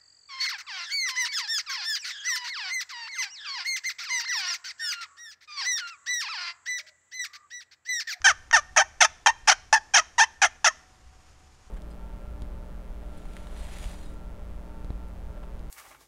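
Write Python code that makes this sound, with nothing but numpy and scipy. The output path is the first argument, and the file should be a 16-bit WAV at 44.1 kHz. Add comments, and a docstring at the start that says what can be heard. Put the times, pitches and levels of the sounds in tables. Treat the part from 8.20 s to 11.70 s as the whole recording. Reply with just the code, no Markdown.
"""A turkey yelps eleven times, close by, in bare spring woods.
Each yelp is a raspy, pulsing buzz that rings in the bird's throat while its pitch slides and breaks.
A click comes before the first two yelps, a faint tone follows three, and the trees send back a soft echo.
Under it lie a faint rustle of the woods, a far hum and wind rumbling on the microphone."""
import sys
import numpy as np
from scipy import signal
from scipy.fft import rfft, irfft
from scipy.io import wavfile
from scipy.ndimage import uniform_filter1d

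SR = 44100
rng = np.random.default_rng(int(sys.argv[2]) if len(sys.argv) > 2 else 0)


def transcribe(u):
    """Save the signal u as a 16-bit wav file named by the first command-line argument.

    u: samples, shape (n,) or (channels, n), limited to [-1, 1]; the rate is SR.
    q: integer samples, one column per channel.
    """
    v = np.clip(np.atleast_2d(u).T, -1, 1)
    q = np.round(v * 32767).astype(np.int16)
    wavfile.write(sys.argv[1], SR, q)


N = 154350
TIME_S = np.arange(N) / SR
TOP_HZ = 16480


def from_db(db):
    return 10 ** (np.asarray(db) / 20)


def unit_level(x):
    return x / np.sqrt(np.mean(x ** 2) + 1e-20)


def drift(rate_hz):
    """A smooth random wobble, about 1 in size."""
    pole = np.exp(-2 * np.pi * rate_hz / SR)
    return unit_level(signal.lfilter([1], [1, -2 * pole, pole * pole], rng.standard_normal(N + SR))[SR:])


def coloured(x, curve, rings=()):
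    """Shape a sound with a tone curve; each ring boosts one narrow band."""
    size = 2 ** 13
    hz = np.maximum(np.arange(size // 2 + 1) * SR / size, 5)
    curve_hz, curve_db = np.transpose(curve)
    db = np.interp(np.log(hz), np.log(curve_hz), curve_db)
    for centre, width, boost in rings:
        db = db + boost / (1 + (2 * (hz - centre) / width) ** 2)
    fold = irfft(db * np.log(10) / 20)   # folded so that ringing follows a sound, never leads it
    fold[1:size // 2] *= 2
    fold[size // 2 + 1:] = 0
    return signal.fftconvolve(x, irfft(np.exp(rfft(fold))))[:len(x)]


def only(x, hz, band, order=4):
    """Let only the low, high or in-between part of a sound through."""
    return signal.sosfilt(signal.butter(order, hz, band, fs=SR, output="sos"), x)


# Tone of the rustle: pitch_hz, gain_db
RUSTLE_TONE = [(150, -6.5), (550, -12), (1100, -10), (4100, -20.5), (5300, -17), (9000, -26),
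               (16000, -46.5)]
# Its extra band of hiss: pitch_hz, width_hz, boost_db
RUSTLE_HISS = [(6900, 730, 5)]

def rustle():
    """The woods rustle: faint noise that flickers a little."""
    noise = only(coloured(rng.standard_normal(N), RUSTLE_TONE, RUSTLE_HISS), 140, "high")
    return from_db(-61 + 0.71 * drift(17)) * unit_level(noise)


# Tones of the hum: pitch_hz, level_db
HUM_TONES = [(69, -66), (748, -71.5)]

def hum():
    """Two far tones waver in loudness."""
    return sum(np.sqrt(2) * from_db(db + 2.5 * drift(4.3)) * np.sin(2 * np.pi * hz * TIME_S)
               for hz, db in HUM_TONES)


# Strength of the wind: time_s, level_db
WIND_LEVELS = [(0, -51), (2.55, -63), (2.8, -58), (3.5, -56)]
# Tone of the wind: pitch_hz, gain_db
WIND_TONE = [(30, 3.1), (75, 0), (200, -17.5)]

def wind():
    """Wind on the microphone makes a low, lumpy rumble."""
    rumble = unit_level(only(coloured(rng.standard_normal(N), WIND_TONE), 150, "low"))
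    level_db = np.interp(TIME_S, *np.transpose(WIND_LEVELS))
    return from_db(level_db + 1.9 * drift(7.7)) * rumble


# Clicks before a yelp: start_s, peak_db (before lows and highs are trimmed)
CLICKS = [(0.018, -23), (.312, -10.5)]

def clicks(fade_s=0.0056):
    """Tiny puffs of air click through the throat."""
    out, t = np.zeros(N), np.arange(2000) / SR
    for start_s, peak_db in CLICKS:
        puff = throat(rng.standard_normal(len(t)) * from_db(-60 * t / fade_s))
        out[int(start_s * SR):][:len(t)] += from_db(peak_db) * puff / np.abs(puff).max()
    return only(only(out, 1162, "high"), 6600, "low")


# Tone of the throat: pitch_hz, gain_db
THROAT_TONE = [(800, -2.5), (1300, 1), (2450, -6), (4300, -16), (6200, -3.5), (7400, -20), (9200, -30),
               (9800, -31.5), (10800, -32), (11900, -56), (13600, -39.5), (16300, -54.5)]
# Where the throat rings: pitch_hz, width_hz, boost_db
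RINGS = [(1835, 170, 9), (3130, 200, 7.5), (8900, 350, 10.5)]

def throat(x, *extra_rings):
    """The throat colours whatever passes through it and rings at a few pitches."""
    return coloured(x, THROAT_TONE, [*RINGS, *extra_rings])


# One list of moments per yelp: time_s, pitch_hz, level_db, roughness (0 smooth, 1 raspy)
YELP_PATHS = [
    [(0.0422, 805, -29, 0), (0.048, 797, -15.5, 0), (0.066, 767, -11.5, 0.25), (0.072, 907, -14.5, 0.08),
     (0.08, 882, -13.5, 0.05), (0.088, 789, -15, 0.08), (0.1, 710, -18, 0.05), (0.11, 623, -21, 0.04),
     (0.118, 563, -23.5, 0.07), (0.126, 595, -70, 0.1)],
    [(0.3275, 747, -20.5, 0.47), (0.333, 943, -17.5, 0.09), (0.34, 925.6, -11.5, 0.01),
     (0.35, 897, -9.5, 0.11), (0.358, 804, -19, 0), (0.368, 719, -14.5, 0.2), (0.378, 602, -21, 0),
     (0.396, 582, -28.5, 0.02), (0.406, 586, -49, 0.39)],
    [(0.5625, 880, -16.5, 0.4), (0.568, 919.4, -19.5, 0.69), (0.574, 630, -11.5, 0.9),
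     (0.586, 646, -14.5, 0.26), (0.61, 775.4, -16.5, 0.4), (0.616, 878.6, -18.5, 0.34),
     (0.626, 929, -23, 0), (0.636, 868, -46, 0.42)],
    [(0.8045, 909.6, -25.5, 0.31), (0.812, 908, -10, 0.3), (0.818, 758, -13.5, 0.09),
     (0.826, 707, -10.5, 0.19), (0.836, 627.2, -18, 0.15), (0.846, 640.8, -20, 0.71),
     (0.851, 883.4, -11.5, 0.28), (0.86, 900.6, -25, 0.18), (0.868, 827, -50, 0.52)],
    [(1.0605, 958.6, -6.5, 0.45), (1.066, 895, -17, 0.64), (1.072, 793.5, -9, 0.93),
     (1.079, 787.5, -20.5, 0.1), (1.082, 926, -17, 0.35), (1.09, 907.6, -16.5, 0.18),
     (1.1, 933, -17.5, 0.09), (1.107, 1022, -28, 0.14)],
    [(1.2735, 820.4, -23, 0.38), (1.281, 807, -15, 0.39), (1.286, 903.2, -12, 0.42),
     (1.293, 844.3, -15, 0.18), (1.299, 726.3, -9.5, 0.34), (1.308, 767, -18.5, 0.4),
     (1.318, 645.3, -18, 0.77), (1.328, 765, -16.5, 0.67), (1.337, 644.4, -45, 0.51)],
    [(1.5265, 797, -13, 0.86), (1.532, 868, -12, 0.21), (1.55, 914.6, -16, 0.44), (1.555, 869, -18.5, 0.14),
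     (1.566, 860, -20.5, 0.32), (1.58, 816.5, -28, 0.24), (1.589, 900, -47.5, 0.36)],
    [(1.7365, 793.4, -28, 0), (1.746, 804, -12.5, 0.21), (1.753, 772.3, -15, 0.62),
     (1.758, 914.6, -14.5, 0), (1.766, 839, -13.5, 0.23), (1.78, 678.5, -16, 0.34),
     (1.799, 629.3, -19, 0.38), (1.81, 631.5, -47, 0.6)],
    [(1.9805, 906.6, -22.5, 0), (1.985, 983.3, -18.5, 0.16), (1.998, 884, -14, 0.22),
     (2.004, 779, -14.5, 0.03), (2.012, 847.6, -13.5, 0), (2.022, 923.7, -14.5, 0.12),
     (2.035, 890, -18, 0.35), (2.044, 1002, -23.5, 0.04), (2.052, 1076, -43, 0.28)],
    [(2.2165, 897.5, -19.5, 0.25), (2.223, 808, -15, 0.31), (2.231, 731.5, -15.5, 0.2),
     (2.236, 845, -15, 0.57), (2.24, 737, -15.5, 0.56), (2.247, 873, -14.5, 0.48),
     (2.254, 700.4, -17.5, 0.69), (2.264, 620, -24.5, 0.7), (2.275, 620, -36.5, 0.52)],
    [(2.4435, 901, -18, 0.43), (2.449, 870, -13.5, 0.08), (2.456, 743.3, -18, 0.37),
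     (2.468, 643, -15, 0.41), (2.487, 636, -16.5, 0.48), (2.495, 632, -42, 0.56)],
]

def yelps(attack_s=0.0021, release_s=0.0029, sink_s=0.017, low_cut_hz=581):
    """The turkey's buzz rings its throat, with a low puff under the rough stretches."""
    time_s, _, level_db, roughness = np.concatenate(YELP_PATHS).T
    rough = np.interp(TIME_S, time_s, roughness)
    starts, ends = np.array([(path[0][0], path[-1][0]) for path in YELP_PATHS]).T
    which_yelp = np.maximum(np.searchsorted(starts, TIME_S) - 1, 0)
    age_s = np.maximum(TIME_S - starts[which_yelp], 0)
    source = buzz(*notes(YELP_PATHS), rough, which_yelp, age_s)
    # One high ring of the throat sinks as each yelp begins.
    early, late = (throat(source, (hz, 320, 6)) for hz in (7000, 5770))
    sunk = np.minimum(age_s / sink_s, 1)
    voice = only((1 - sunk) * early + sunk * late, low_cut_hz, "high", order=8)
    voice /= np.sqrt(uniform_filter1d(voice ** 2, size=300) + 1e-6)   # even out the level
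    fades = sum(np.clip(np.minimum((TIME_S - start) / attack_s, (end - TIME_S) / release_s + 1), 0, 1)
                for start, end in zip(starts, ends))
    loudness = from_db(np.interp(TIME_S, time_s, level_db)) * fades
    low_air = only(rng.standard_normal(N), [400 / np.sqrt(2), 400 * np.sqrt(2)], "band", order=2)
    puff = from_db(-33.5) * unit_level(low_air) * np.sqrt(rough) * sunk
    return only(voice * loudness, low_cut_hz, "high") + puff * uniform_filter1d(loudness, size=300)


def notes(paths, break_ratio=1.09, linger_s=0.011, sag_hz_per_s=5800):
    """Two sides of the voice take turns at each upward jump; the old note briefly hangs on and sags."""
    pitch, share, side = np.zeros((2, N)), np.zeros((2, N)), 0
    for path in paths:
        time_s, hz = np.transpose(path)[:2]
        breaks = np.flatnonzero(hz[1:] > break_ratio * hz[:-1])
        for first, last in zip([-1, *breaks], [*breaks, len(time_s) - 1]):
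            start = time_s[max(first, 0)]
            past_s = np.maximum(TIME_S - time_s[last], 0)
            rise = 1 if first < 0 else (TIME_S - start) / (time_s[first + 1] - start)
            on = (TIME_S >= start) & (past_s < linger_s)
            slide = np.interp(TIME_S, time_s[first + 1:last + 1], hz[first + 1:last + 1])
            pitch[side, on] = (slide - sag_hz_per_s * past_s)[on]
            share[side, on] = np.clip(np.minimum(rise, 1 - past_s / linger_s), 0, 1)[on]
            side = 1 - side
    return pitch, share


# Strength of the two lowest tones, one row per yelp: first_db, second_db
LOW_TONES = [(-7, 2.5), (-0.5, 3), (4, 3.5), (-0.4, -2), (7, 1.5), (-2, -2.8), (5, 3), (-3.5, -2.5),
             (0.2, -0.5), (4, -0.5), (0, -0.7)]

def buzz(pitch, share, rough, which_yelp, age_s, waver_hz=75.6, dulling_db_per_s=61, rasp_db=7.5):
    """Tones at 1, 2, 3... times the pitch make a buzz; roughness shakes them and adds puffs of air."""
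    first_db, second_db = np.transpose(LOW_TONES)[:, which_yelp]
    upper_db = -dulling_db_per_s * age_s
    shaky_pitch = pitch * (1 + 0.04454 * rough * drift(162))
    phase = 2 * np.pi * np.cumsum(shaky_pitch, axis=1) / SR
    shake, tones = np.sqrt(rough), 0
    for k in range(1, 29):   # each tone swells and slips on its own, high ones more
        swell_db = 3.5 * np.sqrt(min(k, 6)) * shake * drift(waver_hz)
        gain = from_db(swell_db + (first_db, second_db, upper_db)[min(k, 3) - 1])
        slip = np.sqrt(k * (rough + 0.05 * (k / 10) ** 4)) * drift(waver_hz)
        tones += gain * np.sum(share * (k * pitch < TOP_HZ) * np.cos(k * phase + slip), axis=0)
    puffs = rng.standard_normal(N) * np.sum(share * (1 + np.cos(phase)), axis=0)
    return tones + from_db(rasp_db + upper_db) * shake * puffs


def echo(x, fade_s, delay_s):
    """Sound scatters off many trunks, dying away by 60 dB in fade_s."""
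    t = np.arange(SR) / SR
    scatter = rng.standard_normal(SR) * from_db(-60 * t / fade_s) * (t > delay_s)
    scatter = only(scatter, 8600, "low", order=1)
    return signal.fftconvolve(x, scatter / np.linalg.norm(scatter))[:N]


# Faint tones after a yelp: start_s, pitch_hz, peak_db
AFTER_TONES = [(1.812, 1000, -40), (2.052, 1100, -47), (2.5, 1070, -37)]

def after_tones(length_s=0.019, waver_hz=75.6):
    """Short, unsteady tones swell and fade."""
    out, slip = np.zeros(N), drift(waver_hz)
    for start_s, hz, peak_db in AFTER_TONES:
        swell = np.sin(np.pi * np.clip((TIME_S - start_s) / length_s, 0, 1))
        out += from_db(peak_db) * swell * np.sin(2 * np.pi * hz * TIME_S + slip)
    return out


def scene():
    """The turkey and its echoes over the quiet background, in one channel."""
    turkey = yelps() + clicks() + after_tones()
    near = from_db(-18) * echo(turkey, fade_s=0.076, delay_s=0.0012)   # ground and nearest trunks
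    far = from_db(-34) * echo(turkey, fade_s=0.49, delay_s=0.031)
    return (turkey + near + far + rustle() + hum() + wind())[None]


def record(dry):
    """Cut away the very highest treble."""
    return signal.sosfilt(signal.cheby2(12, 70, TOP_HZ, fs=SR, output="sos"), dry)


dry = scene()
out = record(dry)
transcribe(out)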